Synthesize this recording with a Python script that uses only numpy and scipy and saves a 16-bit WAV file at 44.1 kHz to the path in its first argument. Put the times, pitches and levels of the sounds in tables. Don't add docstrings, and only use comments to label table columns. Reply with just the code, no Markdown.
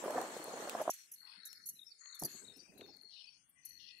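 import sys
import numpy as np
from scipy import signal
from scipy.fft import rfft, irfft, next_fast_len
from scipy.io import wavfile
from scipy.ndimage import uniform_filter1d, map_coordinates

SR = 44100
rng = np.random.default_rng(int(sys.argv[2]) if len(sys.argv) > 2 else 0)


def persist_wave(psi):
    counts = np.round(np.clip(psi, -1, 1) * 32767).astype(np.int16)
    wavfile.write(sys.argv[1], SR, np.atleast_2d(counts).T)


def rack_gain(trim_db):
    fader = np.asarray(trim_db, float)
    return 10 ** (fader / 20)


N = 176400

# t/s, level/dB
DRAG = [(0, -51.5), (.045, -46.5), (.115, -44), (.128, -45), (.2, -43), (.3, -49), (.43, -51), (.6, -46.5),
        (.66, -47.5), (.74, -47.5), (.815, -45.5), (.84, -58), (.86, -51), (.89, -47)]
# t/s, level/dB
PUSH = [
    (2.23, -52.5),
    (2.3, -76),
    (2.35, -68),
    (2.45, -75.5),
    (2.57, -78.5),
    (2.7, -75),
    (2.8, -64),
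    (2.9, -66.5),
    (2.98, -79),
    (3.06, -85),
]
# f/Hz, level/dB
BASIN = [(40, -52), (246, -15.5), (631, -9.5), (1730, -19.5), (4000, -47.5)]
# f/Hz, level/dB
GRIT = [(700, -32.5), (1500, -8), (3170, -5), (4890, -10), (7400, -3.5), (15800, -21)]
# f/Hz, level/dB
CRUMBS = [(600, -36), (1500, 0), (6000, -21), (12000, -16), (15800, -20)]
# f/Hz, likeness [0..1]
BASIN_ALIKE = [(60, 0.84), (300, 1), (640, 0.92), (1400, 0)]
# t/s, peak level/dB, pitch f/Hz, T60/s
LUMPS = [(.039, -31.5, 540, 0.033), (.058, -29.5, 398, 0.033), (.078, -32.5, 644, 0.057),
         (.1, -34, 611, 0.061), (.144, -32.5, 700, 0.043), (0.156, -31, 515, 0.05), (.18, -26, 738, 0.035),
         (.212, -41, 772, 0.076), (0.366, -26.5, 483, 0.015), (.398, -37, 320, .03),
         (.445, -41, 484, 0.028), (.48, -33.5, 480, 0.023), (0.536, -34.5, 492, 0.036),
         (0.6, -34, 435, 0.033), (.727, -34, 393, 0.017), (.75, -25.5, 713, 0.021), (.802, -32, 616, .05),
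         (0.813, -29.5, 606, 0.038), (0.854, -36.5, 657, 0.022), (0.878, -17, 665, 0.015),
         (.894, -16, 699, 0.011), (1.374, -62, 190, .08), (2.221, -28, 225, 0.02), (2.224, -35, 728, 0.019),
         (2.349, -47.5, 248, 0.037), (2.563, -57, 277, 0.074), (2.723, -69, 380, 0.072),
         (2.795, -49, 410, 0.025), (2.816, -40.5, 415, 0.021)]
# t/s, peak level/dB, low f/Hz, high f/Hz
TICKS = [
    (.1067, -37, 3970, 16330),
    (.2149, -36, 3000, 16340),
    (0.442, -33.5, 6460, 16700),
    (0.6958, -29.5, 1000, 15200),
    (1.53, -41.5, 1500, 16000),
    (2.059, -40.5, 890, 3175),
    (2.236, -25, 5460, 16000),
    (2.811, -38, 890, 4930),
    (2.967, -48, 7060, 15570),
]
# t/s, peak level/dB, low modes level/dB
CLINKS = [(0.039, -50, -17), (1.668, -37, -8), (3.016, -62.5, -19), (3.975, -66.5, -14.5),
          (0.8138, -45.5, -4), (0.8998, -34.5, 4.5), (0.9342, -43, -1), (1.115, -41.5, -9.5),
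          (1.1353, -42.5, -7.5), (1.452, -40.5, -4), (1.4667, -46, -5.5), (1.658, -40, -9),
          (1.6869, -33.5, -7.5), (2.146, -49, -1.5), (2.1924, -37.5, -5), (2.215, -41, -3),
          (2.2471, -30.5, -6.5), (2.3106, -58, 7), (2.565, -57, -3), (2.7767, -55.5, -13),
          (3.491, -57, -29), (3.651, -38, -11.5), (3.688, -49.5, -13)]
# f/Hz, level/dB
GLASS = [(5900, 0), (6370, 0), (6850, -5), (7250, -8.5), (7800, -7), (10910, -1), (11060, -2),
         (11200, -1.5), (11470, -6.5), (11620, -4.5), (11800, -2), (12040, -2.5), (12550, -4.5),
         (13200, -10.5), (14150, -14)]
# t after the falling note/s, length/s, from f/Hz, to f/Hz, level/dB
SONG = [
    (-.04, 0.024, 3988, 3875, -8.5),
    (-.008, 0.016, 4340, 3560, -2),
    (0.01, 0.03, 3770, 3580, -4),
    (0.05, 0.048, 5256, 5383, -9),
    (0.098, .007, 6600, 5000, -14),
    (0.109, 0.028, 4737, 4576, -4),
]
# t/s, first half level/dB, second half level/dB, second half left-right level/dB
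PHRASES = [
    (1.439, -54.5, -60, -25),
    (1.793, -55.5, -57.5, -11),
    (2.126, -58, -49, 10),
    (2.481, -53, -52, 12.5),
    (2.811, -58, -61.5, 11),
    (3.158, -58.5, -54, 14),
]
# t/s, length/s, from f/Hz, to f/Hz, level/dB
WHISTLES = [
    (1.477, 0.045, 5630, 5520, -64),
    (1.6, 0.057, 6700, 5070, -74),
]
# t/s, length/s, low f/Hz, high f/Hz, level/dB
RASPS = [(0.516, 0.18, 5750, 7490, -57), (0.972, 0.076, 5380, 5970, -63.5), (1.217, 0.17, 805, 1350, -72.5),
         (1.2, 0.49, 1295, 2279, -69.5), (1.257, 0.14, 2400, 5410, -60), (1.738, 0.22, 2448, 2620, -83),
         (1.858, 0.059, 5076, 5714, -62.5), (1.977, 0.18, 6330, 7270, -58),
         (1.996, 0.48, 1034, 2240, -67.5), (2.278, 0.14, 6140, 7290, -54), (2.339, 0.13, 7200, 8450, -58),
         (2.272, .13, 2500, 4100, -68), (2.495, 0.45, 2340, 2810, -74.5), (2.581, 0.094, 5050, 6100, -64),
         (3.096, 0.15, 2780, 5720, -59.5), (3.152, 0.17, 2440, 2690, -68), (3.289, 0.089, 5100, 5730, -69),
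         (3.321, 0.15, 5970, 6500, -75.5), (3.55, 0.6, 1870, 2060, -75), (3.569, 0.3, 5930, 6070, -69),
         (3.786, 0.15, 2690, 5600, -59), (3.846, .2, 2460, 2795, -66.5)]
# from t/s, to t/s, level/dB
CRICKET = [
    (.08, .72, -63),
    (.9, 1.05, -63.5),
    (1.18, 1.7, -61),
    (1.88, 2.0, -71),
    (2.03, 2.4, -58.5),
    (2.42, 2.82, -72.5),
    (2.85, 3.24, -60.5),
    (3.26, 3.56, -74.5),
    (3.65, 4.05, -62),
]
# from t/s, to t/s, level/dB
KATYDID = [
    (1.25, 1.45, -80),
    (1.5, 2.02, -76),
    (2.35, 2.65, -79),
    (2.96, 3.62, -79.5),
]
# from t/s, to t/s, level/dB
FAR_KATYDID = [
    (.95, 1.4, -77),
    (2.05, 2.78, -75),
    (3.35, 4.05, -84.5),
]
# f/Hz, level/dB
AIR = [(30, -13.5), (170, -1), (450, -12.5), (1200, -14), (2400, -1.5), (3100, -10), (5500, -6.5),
       (9300, -8.5), (10200, -16), (15500, -27.5)]
# f/Hz, left-right level/dB
AIR_PAN = [(200, 3), (3000, 12)]

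GRIT_DB, GRIT_STOPS_S, CRUMBS_DB, LUMP_CUT_HZ = -55, 0.78, -41, 130
GLASS_T60_S, HAND_LEAVES_S, HAND_PAN_DB = .045, 2.3, 9.5
RASP_RATE_HZ, RASP_PAN_DB, RASP_RISE_S, RASP_STREAK_DB = 130, 16.5, 0.018, 4
CRICKET_BLUR, AIR_DB = 1.1, -77
YARD_T60_S, GLASS_YARD_DB, CALLS_YARD_DB = 0.45, -18, -9.5
GATE_SHARE_PERCENT, GATE_DEPTH_DB, TOP_HZ = 18, 22, 15750


def unit(x):
    return x / np.sqrt(np.mean(x ** 2) + 1e-20)


def along(points, hz):
    f, v = np.transpose(points)
    return np.interp(np.log(hz + 1), np.log(f + 1), v)


def gain(rows, fade):
    s, db = np.transpose(rows)
    t = np.arange(N) / SR
    gate = np.clip(np.minimum(t - s[0], s[-1] - t) / fade + 1, 0, 1)
    return gate * rack_gain(np.interp(t, s, db))


def bouts(rows, fade=0.078):
    t = np.arange(N) / SR
    return sum(rack_gain(db) * np.clip(np.minimum(t - a, b - t) / fade + .5, 0, 1) for a, b, db in rows)


def wobble(rate):
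    knots = rng.standard_normal(int(N * rate / SR) + 4)
    return map_coordinates(knots, [np.arange(N) * rate / SR])


def filtered(x, response):
    m = next_fast_len(x.shape[-1] + 8192)
    return irfft(rfft(x, m) * response(np.fft.rfftfreq(m, 1 / SR)), m)[..., :x.shape[-1]]


def band(x, low_hz, high_hz, low_order, high_order):
    return filtered(x, lambda f: 1 / (1 + (low_hz / (f + 1)) ** low_order + (f / high_hz) ** high_order))


def sides(db):
    return np.sqrt(2 / (1 + rack_gain(np.array([-2 * db, 2 * db]))))


def add(out, s, x, pan_db):
    part = out[:, round(s * SR):][:, :x.shape[-1]]
    part += (sides(pan_db)[:, None] * x)[:, :part.shape[1]]


def rush(source, spectrum, alike):
    def mid_side(hz):
        turn = np.arccos(np.clip(along(alike, hz), -1, 1)) / 2
        return rack_gain(along(spectrum, hz)) * [np.cos(turn), np.sin(turn)]
    mid, side = filtered(source, mid_side)
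    return unit(np.array([mid + side, mid - side]))


def gravel(rate, spread_db, smooth):
    hit = rng.random(N) < rate / SR
    size = hit * rack_gain(spread_db * np.minimum(rng.exponential(size=N), 3))
    return unit(size * rng.standard_normal((2, N))) + smooth * rng.standard_normal((2, N))


def patches(x, depth_db, bins, frames):
    z = signal.stft(x, nperseg=512)[2]
    field = rng.standard_normal(z.shape)
    for _ in range(2):
        field = uniform_filter1d(field, int(bins), 1)
        field = uniform_filter1d(field, int(frames), 2)
    return signal.istft(z * rack_gain(depth_db * unit(field)), nperseg=512)[1][:, :x.shape[-1]]


def dragged_soil():
    grains = rush(gravel(500, spread_db=2, smooth=1.16), BASIN, BASIN_ALIKE)
    rumble = patches(grains, depth_db=2.5, bins=2, frames=3.3)
    out = gain(DRAG, fade=0.02) * rack_gain(0.83 * wobble(70)) * rumble
    grit = rush(gravel(820, spread_db=8.5, smooth=4.2), GRIT, [(3000, 0.071)])
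    hiss = patches(grit, depth_db=3.0, bins=8.8, frames=4.8)
    after_s = np.maximum(np.arange(N) / SR - GRIT_STOPS_S, 0)
    hiss_gain = rack_gain(GRIT_DB - 83 * after_s ** 1.36)
    return out + hiss_gain * rack_gain(0.56 * wobble(22.0)) * sides(2.5)[:, None] * hiss


def pushed_heap():
    push = gain(PUSH, fade=0.018)
    dull = BASIN * np.array([.48, 1.15])
    grains = rush(gravel(200, spread_db=-3.0, smooth=1.86), dull, BASIN_ALIKE)
    rub = push * rack_gain(3.86 * wobble(28.39)) * patches(grains, depth_db=7.0, bins=1.8, frames=3.6)
    falling = rush(gravel(260, spread_db=4, smooth=1.2), CRUMBS, [(3000, .4)])
    crumbs = patches(falling, depth_db=6, bins=12, frames=3.5)
    return rub + push ** 0.54 * rack_gain(CRUMBS_DB) * sides(6.9)[:, None] * crumbs


def lumps_and_ticks():
    out, t = np.zeros((2, N)), np.arange(SR // 10) / SR
    for s, db, hz, t60 in LUMPS:
        r = rng.normal(size=4)
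        modes = [(1, 1), (.55 + 0.032 * r[0], .25), (1.4 + .1 * r[1], .4)]
        ring = sum(g * np.sin(2 * np.pi * hz * k * t) for k, g in modes)
        soft_start = (1 - np.exp(-t * hz / .4)) ** 2
        knock = rack_gain(db + 4 - 60 * t / t60) * soft_start * ring
        add(out, s, filtered(knock, lambda f: (1j * f / (LUMP_CUT_HZ + 1j * f)) ** 2), -1.5)
    for s, db, low_hz, high_hz in TICKS:
        tick = rack_gain(-60 * t / 0.0112) * rng.standard_normal((2, len(t)))
        add(out, s, rack_gain(db) * band(tick, low_hz, high_hz, 4, 6), 3)
    return out


def bangles():
    out, t = np.zeros((2, N)), np.arange(SR // 6) / SR
    hz, level = np.transpose(GLASS)[:, :, None]
    low = hz < 9500
    for s, db, low_db in CLINKS:
        pan_db = HAND_PAN_DB * (s > HAND_LEAVES_S)
        for touch in range(3):
            r = rng.normal(size=(4, len(GLASS), 1))
            t60 = GLASS_T60_S * rack_gain(r[1])
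            env = rack_gain(level + low_db * low + 2.5 * r[0] - 60 * t / t60)
            mode_hz = hz * (1 + (0.0056 + 0.023 * low) * r[2])
            phase = 2 * np.pi * mode_hz * t
            ring = np.array([np.sum(env * np.sin(phase + mic * 2 * r[3]), 0) for mic in (0, 1)])
            crack = 0.36 * rack_gain(-60 * t / 0.0094) * np.diff(rng.standard_normal((2, len(t) + 1)))
            clink = ring * (1 - np.exp(-t / 0.00073)) + crack
            touch_db = db - 7.5 - 1.8 * abs(touch - .8)
            add(out, s + 0.0035 * touch, rack_gain(touch_db) * clink, pan_db)
    return out


def note(length, from_hz, to_hz, db):
    full_s = length * 1.3
    u = np.arange(int(full_s * SR)) / (full_s * SR)
    env = rack_gain(db + 3.5 + 4.6 * wobble(220)[:len(u)]) * np.sin(np.pi * u) ** 0.89
    return env * np.sin(2 * np.pi * np.cumsum(from_hz + (to_hz - from_hz) * u) / SR)


def whistling_birds():
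    out = np.zeros((2, N))
    for s, first_db, second_db, second_pan_db in PHRASES:
        for after, length, from_hz, to_hz, db in SONG:
            tune, late = 1 + 0.019 * rng.normal(), after > .05
            half_db, pan_db = (second_db, second_pan_db) if late else (first_db, 14)
            add(out, s + after, note(length, from_hz * tune, to_hz * tune, db + half_db), pan_db)
    for s, *row in WHISTLES:
        add(out, s, note(*row), 14)
    return out


def rasps_and_bursts():
    out = np.zeros((2, N))
    for s, length, low_hz, high_hz, db in RASPS:
        t = np.arange(int((length + .15) * SR)) / SR
        beat = rack_gain(1.9 * wobble(RASP_RATE_HZ)[:len(t)] + 0.73 * wobble(15)[:len(t)])
        streaky = patches(beat * rng.standard_normal((2, len(t))), RASP_STREAK_DB, bins=2, frames=7)
        buzz = unit(band(streaky, low_hz, high_hz, 60, 60))
        fall = rack_gain(-60 * np.maximum(t - 0.85 * length, 0) / (0.05 + 0.23 * length))
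        env = np.clip(t / RASP_RISE_S, 0, 1) * fall
        add(out, s, rack_gain(db) * env * buzz, RASP_PAN_DB * min(1, low_hz / 2500))
    return out


def trill(hz, width_hz, rate, scatter, blur, table, pan_db):
    phase = np.cumsum(rate * (1 + scatter * wobble(11))) / SR
    strokes = (np.diff(np.floor(phase), prepend=0) > 0) * rack_gain(1.3 * wobble(40))
    carrier = unit(strokes) + blur * rng.standard_normal((2, N))
    tone = filtered(carrier, lambda f: np.exp(-.5 * ((f - hz) / width_hz) ** 2))
    return sides(pan_db)[:, None] * bouts(table) * rack_gain(wobble(9.6)) * unit(tone)


def insects():
    out = trill(4320, 115, 47, scatter=0.064, blur=CRICKET_BLUR, table=CRICKET, pan_db=20)
    out += trill(9268, 100, 130, scatter=0.09, blur=1.3, table=KATYDID, pan_db=20.5)
    return out + trill(8780, 80, 140, scatter=0.03, blur=3.3, table=FAR_KATYDID, pan_db=1.5)


def yard(x):
    t = np.arange(SR // 2) / SR
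    tail = rng.standard_normal((2, len(t))) * rack_gain(-60 * t / YARD_T60_S) * np.clip(t / 0.049, 0, 1)
    return signal.fftconvolve(x, tail / np.linalg.norm(tail[0]), axes=1)[:, :N]


def air():
    bed = rush(rng.standard_normal((2, N)), AIR, [(60, .75), (300, 0.34), (800, 0.025)])
    bed = filtered(bed, lambda hz: sides(along(AIR_PAN, hz)))
    return rack_gain(AIR_DB) * patches(bed, depth_db=5.0, bins=2, frames=33)


def scene():
    glass = bangles()
    calls = whistling_birds() + rasps_and_bursts()
    near = dragged_soil() + pushed_heap() + lumps_and_ticks() + glass
    sent = rack_gain(GLASS_YARD_DB) * (1 + wobble(400)) * glass + rack_gain(CALLS_YARD_DB) * wobble(300) * calls
    return near + calls + insects() + yard(sent) + air()


def suppress(x):
    hz, _, z = signal.stft(x, SR, nperseg=1024)
    power = uniform_filter1d(np.abs(z) ** 2, size=9, axis=1)
    power = uniform_filter1d(power, size=5, axis=2)
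    quiet = power < np.percentile(power, GATE_SHARE_PERCENT, axis=2, keepdims=True)
    shut = uniform_filter1d(quiet * (hz > 2400)[:, None] * 1., size=3, axis=1)
    z = z * rack_gain(-GATE_DEPTH_DB * shut) * (hz < TOP_HZ)[:, None]
    return signal.istft(z, SR, nperseg=1024)[1][:, :N]


def low_pass(x):
    return signal.sosfilt(signal.butter(12, 16520, fs=SR, output="sos"), x)


def record(dry):
    mix = suppress(dry)
    return low_pass(mix)


dry = scene()
out = record(dry)
persist_wave(out)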